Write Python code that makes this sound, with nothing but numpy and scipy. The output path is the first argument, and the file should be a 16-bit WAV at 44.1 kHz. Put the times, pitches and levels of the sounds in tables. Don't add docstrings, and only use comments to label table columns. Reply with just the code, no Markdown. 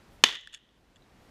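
import sys
import numpy as np
from scipy import signal
from scipy.fft import rfft, irfft
from scipy.io import wavfile

SR = 44100
rng = np.random.default_rng(int(sys.argv[2]) if len(sys.argv) > 2 else 0)


def attenuation_scalar(level_db):
    decades = np.asarray(level_db, float) / 20
    return 10 ** decades


def to_wav(sig):
    pcm = np.clip(np.atleast_2d(sig), -1, 1) * 32767
    pcm = np.round(pcm).astype(np.int16)
    wavfile.write(sys.argv[1], SR, pcm.T)


N = 57330
SHOT_S = .23842


def evened(x):
    return x / np.sqrt(np.mean(x ** 2) + 1e-20)


def spectrum_db(points, hz):
    f, db = np.transpose(points)
    return np.interp(np.log(hz + 1), np.log(f + 1), db)


def add(mix, s, sound):
    part = mix[round(s * SR):][:len(sound)]
    part += sound[:len(part)]


def bandpass(x, low_hz, top_hz):
    return signal.sosfilt(signal.butter(3, [low_hz, top_hz], "bandpass", fs=SR, output="sos"), x)


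# delay/ms, peak level/dB, pulse length/ms
BLAST_FRONTS = [
    (0.02, 8, 0.15),
    (0.26, 16, 0.09),
    (1.05, -1, 0.25),
    (1.83, 9, 0.11),
    (2.32, 8, 0.09),
    (3.48, 2, 0.09),
    (5.83, 4, 0.15),
    (6.96, 3, 0.08),
]


def blast():
    pressure = np.zeros(N)
    t = np.arange(N) / SR
    for late_ms, db, ms in BLAST_FRONTS:
        since = t - SHOT_S - late_ms / 1000
        u = np.maximum(since, 0) * 1000 / ms
        rise = np.clip(since * SR, 0, 1)
        pressure -= attenuation_scalar(db) * rise * (1 - u) * np.exp(-u)
    push_hz, push_db, push_t60_s = 242, -23.5, .034
    since = np.maximum(t - SHOT_S, 0)
    push = attenuation_scalar(push_db - 60 * since / push_t60_s) * np.sin(2 * np.pi * push_hz * since)
    return through_case(pressure) + push


# f/Hz, level/dB, t60/s
CASE_MODES = [(370.0, -4, 0.012), (1120.0, -31, 0.017), (1800.0, -17, 0.017), (2640.0, -28, 0.005),
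              (3010.0, 5, 0.017), (3480.0, -2, 0.017), (4300.0, -1, 0.006), (5460.0, -5, 0.015),
              (6280.0, 1, 0.008), (6650.0, -7, 0.012), (7770.0, -24, 0.017), (8980.0, -22, 0.014),
              (10580.0, -13, 0.012), (12540.0, -31, 0.017)]


def through_case(pressure):
    longest_t60_s = .017
    t = np.arange(2048) / SR
    ring = np.zeros(2048)
    for hz, db, t60 in CASE_MODES:
        ring += attenuation_scalar(db - 60 * t / min(t60, longest_t60_s)) * np.sin(2 * np.pi * hz * t)
    heard = signal.fftconvolve(pressure, ring / np.linalg.norm(ring))[:N]
    return bandpass(heard, 220, 13500)


# f/Hz, width/Hz, level/dB
DIFFUSE_MODES = [(1150, 100, -16.5), (1910, 120, -2), (3040, 450, -1.5), (3493, 430, -2.5),
                 (5400, 170, -22), (6400, 1600, -24.5)]


def case_colour(hz):
    power = sum(attenuation_scalar(2 * db) / (1 + (2 * (hz - f) / width) ** 2) ** 2 for f, width, db in DIFFUSE_MODES)
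    return np.sqrt(power)


# f/Hz, level/dB per Hz
NEAR_SPECTRUM = [(90, -22), (250, -5), (700, -9.5), (2000, 0.5), (4500, -3.5), (6500, -10.5), (9000, -20),
                 (15000, -27.5)]


def near_colour(hz, late_s=0):
    air_db_per_s_at_10k = 61
    return attenuation_scalar(spectrum_db(NEAR_SPECTRUM, hz) - air_db_per_s_at_10k * late_s * (hz / 10000) ** 2)


def reflections(colour):
    taps_per_s, spread_db = 6000, 2
    struck = rng.random(N) < taps_per_s / SR
    strength = attenuation_scalar(spread_db * rng.exponential(1, N).clip(0, 4))
    taps = struck * rng.standard_normal(N) * strength
    hz, t, z = signal.stft(evened(taps), SR, nperseg=256)
    gain = colour(hz[:, None], np.maximum(t - SHOT_S, 0))
    gain = gain / np.sqrt(np.mean(gain[:, :1] ** 2))
    return signal.istft(z * gain, SR, nperseg=256)[1][:N]


# t/s, level/dB
FAR_LEVEL = [
    (0.241, -27),
    (0.25, -17.5),
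    (.26, -15.5),
    (0.299, -25.5),
    (0.356, -28.5),
    (0.373, -34),
    (0.451, -43),
    (0.599, -54.5),
    (.8, -71),
]


def scatter():
    t = np.arange(N) / SR
    s, level_db = np.transpose(FAR_LEVEL)
    near_db = -19 - 128 * (t - s[0])
    near_end_s, edge_s, drop_db = .36, .015, 9
    near_db -= drop_db * np.clip((t - near_end_s) / edge_s, 0, 1)
    near = reflections(near_colour) * attenuation_scalar(np.minimum(near_db, 0))
    far = reflections(lambda hz, late_s: case_colour(hz)) * attenuation_scalar(np.interp(t, s, level_db, right=-150))
    return (t > s[0]) * (near + far)


# t/s, peak level/dB, length/ms, brightness/dB per octave
SLAP_EVENTS = [
    (.287, -11, 3, 3),
    (.291, -9, 3, -3),
    (.324, -19, 3, 3),
    (.345, -22, 3, 3),
    (.353, -18, 4, 3),
    (.41, -31, 3, 5),
    (.69, -48, 4, 0),
]


def slaps():
    out = np.zeros(N)
    t = np.arange(1024) / SR
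    hz = np.fft.rfftfreq(1024, 1 / SR)
    octaves = np.log2(hz.clip(600, 6500) / 3000)
    for s, db, ms, tilt_db in SLAP_EVENTS:
        tilt = attenuation_scalar(np.clip(tilt_db, -3, 5) * octaves)
        colour = (case_colour(hz) + .3 * near_colour(hz)) * tilt
        smear = evened(irfft(rfft(rng.standard_normal(1024)) * colour))
        envelope = np.minimum(t / .001, 1) * np.exp(-t * 2000 / ms)
        add(out, s, attenuation_scalar(db) * smear * envelope)
    return out


# f/Hz, level/dB, t60/s
STEEL_MODES = [(1790, -5, .014), (2980, -2, .011), (3400, 0, .013), (4400, -9, .005), (5400, -13, .007),
               (6650, -7, .009), (7250, -9, .008), (9000, -22, .006), (12500, -28, .005)]
# t/s, level/dB, rattle length/ms, brightness/dB per octave
KNOCK_EVENTS = [(.4729, -33, 2, -5), (.5262, -48, 3, 2), (.5292, -39, 7, -1), (.5384, -33, 5, -2),
                (.5459, -29, 1.5, 5), (.5488, -38, 2, -2), (.5512, -41, 4, 0), (.556, -46, 14, -3),
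                (.568, -50, 15, -2), (.9587, -54, 3, 1), (.966, -58, 3, -3)]


def action():
    out = np.zeros(N)
    t = np.arange(1500) / SR
    for s, db, ms, tilt_db in KNOCK_EVENTS:
        jitter, side, force = rng.random((3, 12))
        at = (ms * SR / 1000 * (np.arange(12) + jitter) / 12).astype(int)
        rattle = np.zeros(700)
        np.add.at(rattle, at, np.sign(side - .5) * (.3 + force) * np.hanning(20)[5:17])
        ring = np.zeros(1500)
        for f, mode_db, t60 in STEEL_MODES:
            tilted_db = mode_db + tilt_db * np.log2(f / 3000)
            ring += attenuation_scalar(tilted_db - 60 * t / t60) * np.sin(2 * np.pi * f * t)
        knock = bandpass(np.convolve(rattle, ring), 1600, 11000)
        add(out, s, attenuation_scalar(db + 10) * knock / abs(knock).max())
    return out


# t/s, peak level/dB, f/Hz, t60/s
TICK_EVENTS = [
    (1.021, -57.5, 3650, 0.027),
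    (1.021, -54, 3940, 0.037),
    (1.04, -55, 3704, 0.021),
]


def ticks():
    out = np.zeros(N)
    t = np.arange(1500) / SR
    for s, db, hz, t60 in TICK_EVENTS:
        add(out, s, attenuation_scalar(db - 60 * t / t60) * np.minimum(t / .0011, 1) * np.sin(2 * np.pi * hz * t))
    return out


def coloured(points):
    hz = np.fft.rfftfreq(N, 1 / SR)
    noise = rfft(rng.standard_normal(N))
    return evened(irfft(noise * attenuation_scalar(spectrum_db(points, hz)) * (hz > 12), N))


# f/Hz, level/dB per Hz
WIND_SPECTRUM = [(15, -10.5), (30, 0), (55, 3.5), (100, -9), (250, -17), (600, -40.5)]
# t/s, level/dB
BREEZE_LEVEL = [
    (0, -2),
    (.14, 3.5),
    (.22, -2),
    (.36, 9.5),
    (.45, 2),
    (1.05, -2.5),
    (1.18, 2.5),
    (1.3, 5),
]


def wind():
    t = np.arange(N) / SR
    gust_db, gust_top_hz = 2.5, 12
    gust = np.zeros(N)
    for f in gust_top_hz * np.geomspace(.1, 1, 16):
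        gust += np.sin(2 * np.pi * (f * t + rng.random())) / np.sqrt(f)
    level_db = -63.5 + gust_db * evened(gust) + np.interp(t, *np.transpose(BREEZE_LEVEL))
    return attenuation_scalar(level_db) * coloured(WIND_SPECTRUM)


# f/Hz, level/dB per Hz
HISS_SPECTRUM = [(59, -33.5), (100, 2), (277, -1.5), (373, -4), (1310, -12), (1830, -13.5), (5080, -22),
                 (13500, -36.5), (16000, -48.5)]


def hiss():
    return attenuation_scalar(-59) * coloured(HISS_SPECTRUM)


def scene():
    return (blast() + scatter() + slaps() + action() + ticks() + wind() + hiss())[None]


def band_limit(x):
    return signal.sosfilt(signal.butter(12, 16380, fs=SR, output="sos"), x)


def record(dry):
    duck_at_s, duck_db, fall_s, hold_s, recover_db_per_s = .2415, 12, .004, .3, 16.5
    since = np.arange(N) / SR - duck_at_s
    held_db = np.maximum(duck_db - recover_db_per_s * np.maximum(since - hold_s, 0), 0)
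    gain_db = -np.clip(since / fall_s, 0, 1) * held_db
    ceiling, top_hz = .96, 15150
    clipped = np.clip(dry * attenuation_scalar(gain_db), -ceiling, ceiling)
    mix = signal.sosfiltfilt(signal.butter(12, top_hz, fs=SR, output="sos"), clipped)
    return band_limit(mix)


dry = scene()
out = record(dry)
to_wav(out)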